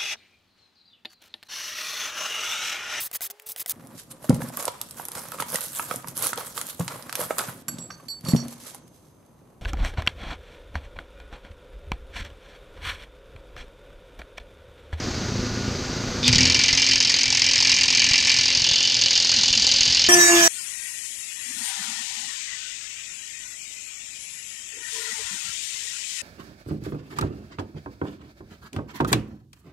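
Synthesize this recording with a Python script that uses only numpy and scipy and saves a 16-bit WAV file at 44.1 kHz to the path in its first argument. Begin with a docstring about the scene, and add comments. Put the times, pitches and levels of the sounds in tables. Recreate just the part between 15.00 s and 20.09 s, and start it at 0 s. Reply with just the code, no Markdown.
"""A cordless impact wrench tightens a nut on a heavy steel farm implement in an open shed.
First a diesel idles: firing pulses ring exhaust modes under shaped hiss, with wind rumble and low bumps.
At 1.2 s the wrench runs up: gear ticks, rotor hum, faster socket ticks. Uneven blows catch at 1.28 s, then
about 43 a second ring socket (noise bands) and frame (sine modes) while the engine sinks. From 3.4 s the
listener's head turns away, later partly back; two low tones slide down after 4.3 s. Almost mono."""
import sys
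import numpy as np
from scipy import signal
from scipy.fft import rfft, irfft
from scipy.io import wavfile

SR = 44100
rng = np.random.default_rng(int(sys.argv[2]) if len(sys.argv) > 2 else 0)


def int16_out(signal):
    """Quantize to a 16-bit WAV file."""
    q = np.round(np.clip(np.atleast_2d(signal).T, -1, 1) * 32767)
    wavfile.write(sys.argv[1], SR, q.astype(np.int16))


N = 224380


def from_db(db):
    """Amplitude ratio of a level in dB."""
    return 10 ** (np.asarray(db) / 20)


def rms_one(x):
    """Scales a signal to rms 1."""
    return x / np.sqrt(np.mean(x ** 2) + 1e-20)


def in_time(rows):
    """Interpolates each column after the first over the time in the first."""
    s, *columns = np.transpose(rows)
    return [np.interp(np.arange(N) / SR, s, column) for column in columns]


def filtered(x, order, hz, kind):
    """Butterworth filter."""
    return signal.sosfilt(signal.butter(order, hz, kind, fs=SR, output="sos"), x)


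def drift(rate_hz):
    """Slow random wander of rms 1: noise through a double pole, computed every 40 samples."""
    pole = np.exp(-80 * np.pi * rate_hz / SR)
    noise = rng.standard_normal(N // 40 + 2002)
    slow = signal.lfilter([1], [1, -2 * pole, pole * pole], noise)[2000:]
    return np.interp(np.arange(N) / 40, np.arange(len(slow)), rms_one(slow))


def clicks_at(seconds, sizes):
    """Single-sample clicks, summed where they coincide."""
    samples = np.clip((seconds * SR).astype(int), 0, N - 1)
    return np.bincount(samples.ravel(), np.ravel(sizes), N) + 1e-18


def ring(clicks, hz, t60_s):
    """Two-pole mode: a unit click starts a decaying sine of initial height 1."""
    pole, angle = from_db(-60 / (t60_s * SR)), 2 * np.pi * hz / SR
    return signal.lfilter([0, np.sin(angle)], [1, -2 * pole * np.cos(angle), pole * pole], clicks)


def soft(ringing, hz):
    """A contact of finite length: the ring starts without a click far from its pitch."""
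    return filtered(ringing, 2, [.75 * hz, 1.33 * hz], "band")


def shaped(x, spectrum):
    """Weights a signal by a spectrum in dB, interpolated over log frequency."""
    hz, db = np.transpose(spectrum)
    grid_hz = np.arange(N // 2 + 1) * SR / N + 1
    gain = from_db(np.interp(np.log(grid_hz), np.log(hz), db))
    return irfft(rfft(x) * gain, N)


# Idling engine. Each row: time in seconds, drone level in dB rms, hiss level in dB rms.
ENGINE_LEVELS = [(0, -30, -29.5), (.3, -27.5, -30), (1.2, -30.5, -29), (1.5, -27.5, -32), (2.0, -74, -39.5),
                 (3, -43.5, -41.5), (5.09, -64, -46)]
# Exhaust modes. Each row: frequency in Hz, damping in Hz (t60 = 3.65 s / damping), relative level in dB.
EXHAUST_MODES = [(86, 10, -6), (114, 12, 0), (148, 14, -6), (205, 20, -3), (245, 25, -1), (350, 50, -8),
                 (490, 10, -10), (1190, 20, -21), (1442, 14, -19)]
# Fan and injector hiss spectrum. 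Each row: frequency in Hz, relative density in dB.
HISS_SPECTRUM = [(200, -4.5), (400, -8), (850, -16), (1440, -15.5), (3400, -21), (4700, -14), (5500, -18),
                 (6300, -15.5), (8140, -35), (11000, -46.5), (13000, -41.5), (15500, -58)]
FIRING_HZ = 27.53
WHINE_HZ, WHINE_PEAK_DB = 1447, -16   # against the rms of the hiss


def engine():
    """Uneven firing pulses with puffs of noise ring the exhaust; fan and injectors hiss above, a whine within."""
    drone_db, hiss_db = in_time(ENGINE_LEVELS)
    cycles = np.cumsum(FIRING_HZ * (1 + .02 * drift(2)) / SR)
    puff = np.exp(-3.0 * (cycles % 1))
    firing = np.diff(np.floor(cycles), prepend=0) * from_db(3 * drift(25))
    source = rms_one(firing) + 0.83 * rms_one(puff * rng.standard_normal(N))
    drone = sum(from_db(db) * rms_one(ring(source, hz, 3.65 / damping_hz))
                for hz, damping_hz, db in EXHAUST_MODES)
    drone = filtered(drone, 2, 48.0, "high")
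    whine_cycles = np.cumsum(WHINE_HZ + 3.0 * drift(3.05)) / SR
    whine = from_db(WHINE_PEAK_DB + 2.0 * drift(4)) * np.sin(2 * np.pi * whine_cycles)
    puffing_noise = rng.standard_normal(N) * (1 + 0.23 * puff) * from_db(0.4 * drift(35))
    hiss = rms_one(shaped(puffing_noise, HISS_SPECTRUM))
    return from_db(drone_db) * rms_one(drone) + from_db(hiss_db) * (hiss + whine)


# Wind on the ports. Each row: time in seconds, level in dB.
WIND_LEVELS = [(0, -52), (.35, -40), (.5, -55), (1.1, -52), (1.4, -44), (2, -48), (3, -47.5), (3.7, -57.5),
               (5.09, -41)]


def wind():
    """Low band of noise with a lumpy level."""
    rumble = filtered(rng.standard_normal(N), 2, [30, 140], "band")
    return from_db(in_time(WIND_LEVELS)[0] + 3.8 * drift(35)) * rms_one(rumble)


# Low bumps felt through the microphone body. Each row: time in seconds, peak in dB, frequency in Hz.
BUMPS = [(0.086, -17.5, 253), (1.362, -9, 120), (1.733, -21, 65.6), (1.897, -30, 268), (2.057, -36, 107.3),
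         (2.284, -29, 70), (3.114, -20, 79.9), (3.392, -25.5, 96), (3.577, -26, 113), (3.623, -27.5, 98.1),
         (3.717, -25.5, 103.3), (4.508, -24, 65), (4.813, -28, 65), (4.881, -26.5, 125.2)]


def handling():
    """Soft bumps: a cosine under a bell of 3 ms."""
    out, t = np.zeros(N), np.arange(-1500, 1500) / SR
    for s, db, hz in BUMPS:
        start = int(s * SR) - len(t) // 2
        out[start:][:len(t)] += from_db(db) * np.cos(2 * np.pi * hz * t) * np.exp(-(t / 0.003) ** 2)
    return out


# Wrench motor. Each row: time in seconds, gear rattle in dB rms, hum in Hz, hum level in dB rms.
MOTOR_LEVELS = [(1.215, -70, 246.2, -72), (1.232, -30, 243.4, -42), (1.275, -18, 250.2, -26.5),
                (1.33, -33, 249.5, -30), (1.47, -40, 261.5, -28.5), (1.62, -25.5, 263, -40),
                (1.93, -28.5, 266, -35.5), (2.03, -35, 261.6, -45.5), (3.16, -28.5, 262, -45.5),
                (4.06, -25.5, 256.2, -52), (4.56, -24, 253, -44), (5.09, -23, 257.5, -47.5)]
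# Gear rattle spectrum. Each row: frequency in Hz, relative density in dB.
GEAR_SPECTRUM = [(1500, -27.5), (2400, -7.5), (3500, -2.5), (4700, 2), (6400, -9), (8500, -28),
                 (15600, -77)]


def motor():
    """Gear teeth tick densely, about 6000 a second, over the sine hum of the rotor."""
    rattle_db, hum_hz, hum_db = in_time(MOTOR_LEVELS)
    tick_here = rng.random(N) < 6000.0 / SR
    tick_db = 0.92 * np.minimum(rng.exponential(1, N), 3)
    ticks = tick_here * from_db(tick_db) * rng.choice([-1, 1], N)
    hum = np.sqrt(2) * from_db(hum_db + 2 * drift(5)) * np.sin(2 * np.pi * np.cumsum(hum_hz) / SR)
    return from_db(rattle_db) * rms_one(shaped(ticks, GEAR_SPECTRUM)) + hum


# Loose-socket ticks of the run-up. Each row: time in seconds, level in dB.
RUN_UP_TICKS = [(1.230, -15.5), (1.237, -18), (1.244, -12), (1.252, -18), (1.257, -14), (1.261, -13),
                (1.267, -10), (1.272, -12), (1.276, -17)]
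# Loose-socket modes. Each row: frequency in Hz, level in dB added to the tick, t60 in seconds.
SOCKET_MODES = [(2470, -5, 0.012), (3580, -1, 0.016), (4870, -4, 0.012), (5300, -10, .015)]


def run_up():
    """The loose socket chatters until the hammer engages: each tick rings a few short modes."""
    s, db = np.transpose(RUN_UP_TICKS)
    out = 0
    for hz, mode_db, t60_s in SOCKET_MODES:
        clicks = clicks_at(s, from_db(db + mode_db + rng.normal(0, 2.2, len(s))))
        out = out + soft(ring(clicks, hz, t60_s), hz)
    return out


def nearest(s, rows):
    """Hands the value of each row to the blow closest to its time."""
    when, value = np.transpose(rows)
    return np.bincount(np.abs(s[:, None] - when).argmin(axis=0), value, len(s))


# Uneven first blows. Each row: time in seconds, body level in dB, added 1.5-3.5 kHz frame ring in dB,
# bare tick in dB.
FIRST_BLOWS = [(1.2798, -13, 1, -12), (1.3166, -32, 15, -3), (1.3275, -12.5, 3.5, -7), (1.348, -33, -6, 1),
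               (1.356, -12.5, -8, -6), (1.3821, -11, 2.5, -3)]
# Pace, slowing slightly as the nut tightens. Each entry: time of every eighth blow in seconds.
EIGHTH_BLOW_S = [1.4066, 1.5908, 1.7735, 1.9566, 2.1409, 2.3254, 2.5109, 2.6942, 2.8797, 3.0648, 3.2484,
                 3.4329, 3.6187, 3.8046, 3.9902, 4.1767, 4.3633, 4.5508, 4.7374, 4.9240, 5.1102]
# Steady run. Each row: time in seconds, body level in dB, added 1.5-3.5 kHz frame ring in dB,
# lug imbalance in dB (added and subtracted on alternate blows).
STEADY_BLOWS = [(1.4, -12, 3, 0.5), (1.7, -15.5, 5.5, 3), (1.9, -13.5, 3, 0.5), (2.15, -14.5, 0.5, 1),
                (2.42, -14, 1.5, -0.5), (2.65, -13, 3, 0), (3.05, -13.5, 6, -0.5), (3.45, -14, 2.5, -1),
                (3.8, -16.5, 4, 0.5), (4.05, -15, -1.5, -1.5), (4.3, -15, -3, 0), (4.5, -15, 0, -1.5),
                (4.75, -15, -3.5, -1), (5.09, -14.5, 3.5, -1.5)]
# Blows that glance off. 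Each row: time in seconds, body loss in dB.
GLANCING_BLOWS = [(1.980, 5), (2.290, 3), (2.856, 3.5), (3.920, 3), (3.990, 1), (4.083, 8.5), (4.270, 3.5),
                  (4.457, 1.5), (4.503, 6)]
# Blows with altered 1.5-3.5 kHz frame ring, mostly dull. Each row: time in seconds, ring loss in dB.
DEAD_BLOWS = [(1.568, 7), (1.728, 14), (1.751, 14), (2.095, 14), (2.395, 30), (3.619, 6), (3.967, 10),
              (4.154, -1)]
PACE_JITTER_S, LAST_BLOW_S = .0003, 5.07
BLOW_SPREAD_DB, RING_SPREAD_DB = 0.58, 1.5
TICK_DB, GLANCE_TICK_SHARE = -13, 1.1   # share: dB gained by the tick per dB of body lost


def hammer():
    """Lists blows as (s, body dB, frame ring dB, tick dB): the first catch, then two lugs strike in turn."""
    groups = len(EIGHTH_BLOW_S)
    number = np.arange(8 * groups - 8)
    chance = rng.standard_normal((len(number), 3))
    s = np.interp(number / 8, np.arange(groups), EIGHTH_BLOW_S) + PACE_JITTER_S * chance[:, 0]
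    at, *columns = np.transpose(STEADY_BLOWS)
    level_db, ring_db, lead_db = [np.interp(s, at, column) for column in columns]
    loss_db = nearest(s, GLANCING_BLOWS)
    level_db = level_db + lead_db * (-1) ** number + BLOW_SPREAD_DB * chance[:, 1] - loss_db
    ring_db = ring_db + RING_SPREAD_DB * chance[:, 2] - nearest(s, DEAD_BLOWS)
    steady = np.c_[s, level_db, ring_db, TICK_DB + GLANCE_TICK_SHARE * loss_db]
    return np.r_[FIRST_BLOWS, steady[s < LAST_BLOW_S]]


# Contacts in one blow as the socket rebounds on the nut. Each row: delay in seconds, drive outside
# 1.5-3.5 kHz in dB, drive within it in dB, bare tick in dB, timing spread in seconds.
REBOUNDS = [(0, 1.5, -2.5, -1, 0), (.0034, -3, -2, -11, 0.0017), (.0062, -10.5, -1, -12.5, 0.0016),
            (0.0118, -8.5, -2.5, -8.5, 0.002), (.016, -18.5, -10, -19.5, 0.0018)]


def contacts(blows):
    """Times of every contact, blows x rebounds, and its drive outside and within 1.5-3.5 kHz."""
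    delay_s, outer_db, middle_db, _, spread_s = np.transpose(REBOUNDS)
    chance = rng.standard_normal((len(blows), 2, len(REBOUNDS)))
    uneven_db = 0.73 * chance[:, 1] * (delay_s > 0)
    times = blows[:, :1] + delay_s + spread_s * chance[:, 0]
    return times, from_db(outer_db + uneven_db), from_db(middle_db + uneven_db)


CRACK_DB, CRACK_S = 5, .0012   # first blow, landing from full speed; decay constant of every burst
TICK_SPREAD_DB, TICK_TOP_HZ = 0.5, 6960


def crack(blows, times):
    """Millisecond noise burst per contact; the first blow adds a far louder one without the extra top cut."""
    level_db = blows[:, 3:] + np.array(REBOUNDS)[:, 3] + TICK_SPREAD_DB * rng.standard_normal(times.shape)
    clicks = [clicks_at(times[0, :1], from_db([CRACK_DB])), clicks_at(times, from_db(level_db))]
    envelopes = signal.lfilter([1], [1, -np.exp(-1 / (CRACK_S * SR))], clicks)
    bursts = envelopes * rng.choice([-1, 1], N)
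    first, ticks = filtered(bursts, 2, [2500, 6500], "band")
    return first + filtered(ticks, 4, TICK_TOP_HZ, "low")


# Dense ring of socket and nut. Each row: frequency in Hz, relative level facing in dB,
# relative level turned away in dB, t60 in seconds.
CLANG_BANDS = [(410, -21.5, -14.5, 0.023), (662, -43, -39, 0.017), (900, -13.5, -13.5, 0.024),
               (1364, -30, -44, 0.021), (1600, -20, -14, 0.034), (2370, -5.5, -12, 0.058),
               (3390, -9, -14, 0.048), (4410, -7, -11, 0.095), (5250, 1.5, 0.5, 0.036),
               (5360, -3.5, -4, 0.048), (6790, -1.5, 2, 0.015), (7120, -9, -27, 0.02),
               (8320, -98.5, -102, 0.021), (10600, -104, -42, 0.09), (13900, -107, -116, .03)]


def clang(blows, times, outer, middle, away):
    """Too many modes to tell apart: bands of noise that jump at each contact and die away."""
    out, white = 0, rng.standard_normal((2, N))
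    colour = rng.standard_normal((len(blows), len(CLANG_BANDS)))
    hz = np.array(CLANG_BANDS)[:, 0]
    edges_hz = np.sqrt(np.r_[.4 * hz[0], hz] * np.r_[hz, 1.35 * hz[-1]])
    for k, (centre_hz, facing_db, away_db, t60_s) in enumerate(CLANG_BANDS):
        drive = middle if 1500 < centre_hz < 3500 else outer
        spread_db = 1.5 + 4.0 * (k > 11)   # the top bands vary most
        strength = from_db(blows[:, 1:2] + spread_db * colour[:, k:k + 1]) * drive
        # contacts add in power
        power = signal.lfilter([1], [1, -from_db(-120 / (t60_s * SR))], clicks_at(times, strength ** 2))
        band = filtered(white[k % 2] * np.sqrt(power), 2, edges_hz[k:k + 2], "band")
        out = out + from_db(facing_db + away * (away_db - facing_db)) * band
    return from_db(8.5) * out


# Single modes of frame and tines. Each row: frequency in Hz, relative level facing in dB,
# relative level turned away in dB, t60 in seconds.
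FRAME_MODES = [(86.4, -36, -52.5, 0.11), (117.8, -36.5, -48, 0.36), (549, -41.5, -36.5, 0.21),
               (808, -42, -33, 0.082), (1742, -30, -33.5, 0.1), (2323, -27, -35, 0.28),
               (2445, -24, -29, 0.082), (2786, -16.5, -12, 0.035), (2943, -23.5, -13.5, 0.044),
               (3078, -23, -15, 0.1), (3490, -27, -8.5, 0.029), (3897, -23.5, -18.5, 0.16),
               (4220, -22.5, -12.5, 0.058), (4390, -12.5, -9, 0.033), (4663, -10, -5.5, 0.044),
               (4840, -12, -4.5, 0.016), (5355, -12, -13, 0.052), (6336, -11.5, -16, 0.033)]


def frame(blows, times, outer, middle, away, bass_db):
    """Every contact strikes every mode; low modes are pushed alike each time, high ones this way or that."""
    out = 0
    chance = rng.random((len(FRAME_MODES), 2) + times.shape)
    for (hz, facing_db, away_db, t60_s), (turn, size) in zip(FRAME_MODES, chance):
        is_middle = 1500 < hz < 3500
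        level_db = blows[:, 1:2] + blows[:, 2:3] * is_middle + 3.2 * (size - .5)
        sign = np.where(turn < np.clip(hz / 4000.0 - .2, 0, .5), -1, 1)
        clicks = clicks_at(times, from_db(level_db) * sign * (middle if is_middle else outer))
        heard_db = facing_db + away * (away_db - facing_db) + (hz < 400) * bass_db
        out = out + from_db(heard_db) * soft(ring(clicks, hz, t60_s), hz)
    return from_db(3.5) * out


# Short falling low tones. Each row: time in seconds, peak in dB.
FALLING_TONES = [(4.384, -33), (4.58, -32)]
FALL_FROM_HZ, FALL_HZ_PER_S, FALL_BELL_S = 230, 1840, 0.026   # pitch is that at the peak


def falling_tones():
    """Brief low sines that slide down in pitch under a bell envelope."""
    s, peak_db = np.transpose(FALLING_TONES)
    t = np.arange(N) / SR - s[:, None]
    cycles = FALL_FROM_HZ * t - FALL_HZ_PER_S * t ** 2 / 2
    return from_db(peak_db) @ (np.sin(2 * np.pi * cycles) * np.exp(-(t / FALL_BELL_S) ** 2))


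# Listener. Each row: time in seconds, head turned away 0-1, gain of frame modes below 400 Hz in dB.
HEAD = [(1.3, 0.1, 31), (1.6, 0.16, 6.5), (2.1, 0.18, 6.5), (3.35, 0.02, -1), (3.7, 0.95, 16),
        (4.7, 0.95, 9), (5.09, 0.67, 11)]
# Stereo width by frequency. Each row: frequency in Hz, side gain in dB.
STEREO_WIDTH = [(60, -36), (2400, -53.5), (8000, -22.5), (10500, -10), (12000, 2), (16000, -2.5)]
HISS_DB = -68   # independent white noise per channel, level before its 12 kHz high-pass


def scene():
    """Nearly mono below, wide in the top treble, from a delayed side signal and independent hiss."""
    away, bass_db = in_time(HEAD)
    blows = hammer()
    hits = contacts(blows)
    mid = engine() + wind() + handling() + motor() + run_up()
    mid = mid + crack(blows, hits[0]) + clang(blows, *hits, away) + frame(blows, *hits, away, bass_db)
    mid = mid + falling_tones()
    delayed = np.roll(mid, 29)   # samples
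    side = shaped((0.16 * mid + delayed) * signal.windows.tukey(N, .01), STEREO_WIDTH)
    hiss = filtered(rng.standard_normal((2, N)), 6, 12000, "high")
    return mid + side * [[1], [-1]] + from_db(HISS_DB) * hiss


CUTOFF_HZ = 15720


def record(dry):
    """Subsonics are blocked, the port has a dip near 11 kHz, only full-scale peaks are rounded, the top is cut."""
    blocked = signal.lfilter([1, -1], [1, -.997], dry)
    ported = signal.lfilter(*signal.iirnotch(11200.0, 4.0, fs=SR), blocked)
    rounded = ported / (1 + ported ** 8) ** (1 / 8)
    return .95 * signal.sosfilt(signal.ellip(16, .5, 70, CUTOFF_HZ, fs=SR, output="sos"), rounded)


dry = scene()
out = record(dry)
int16_out(out)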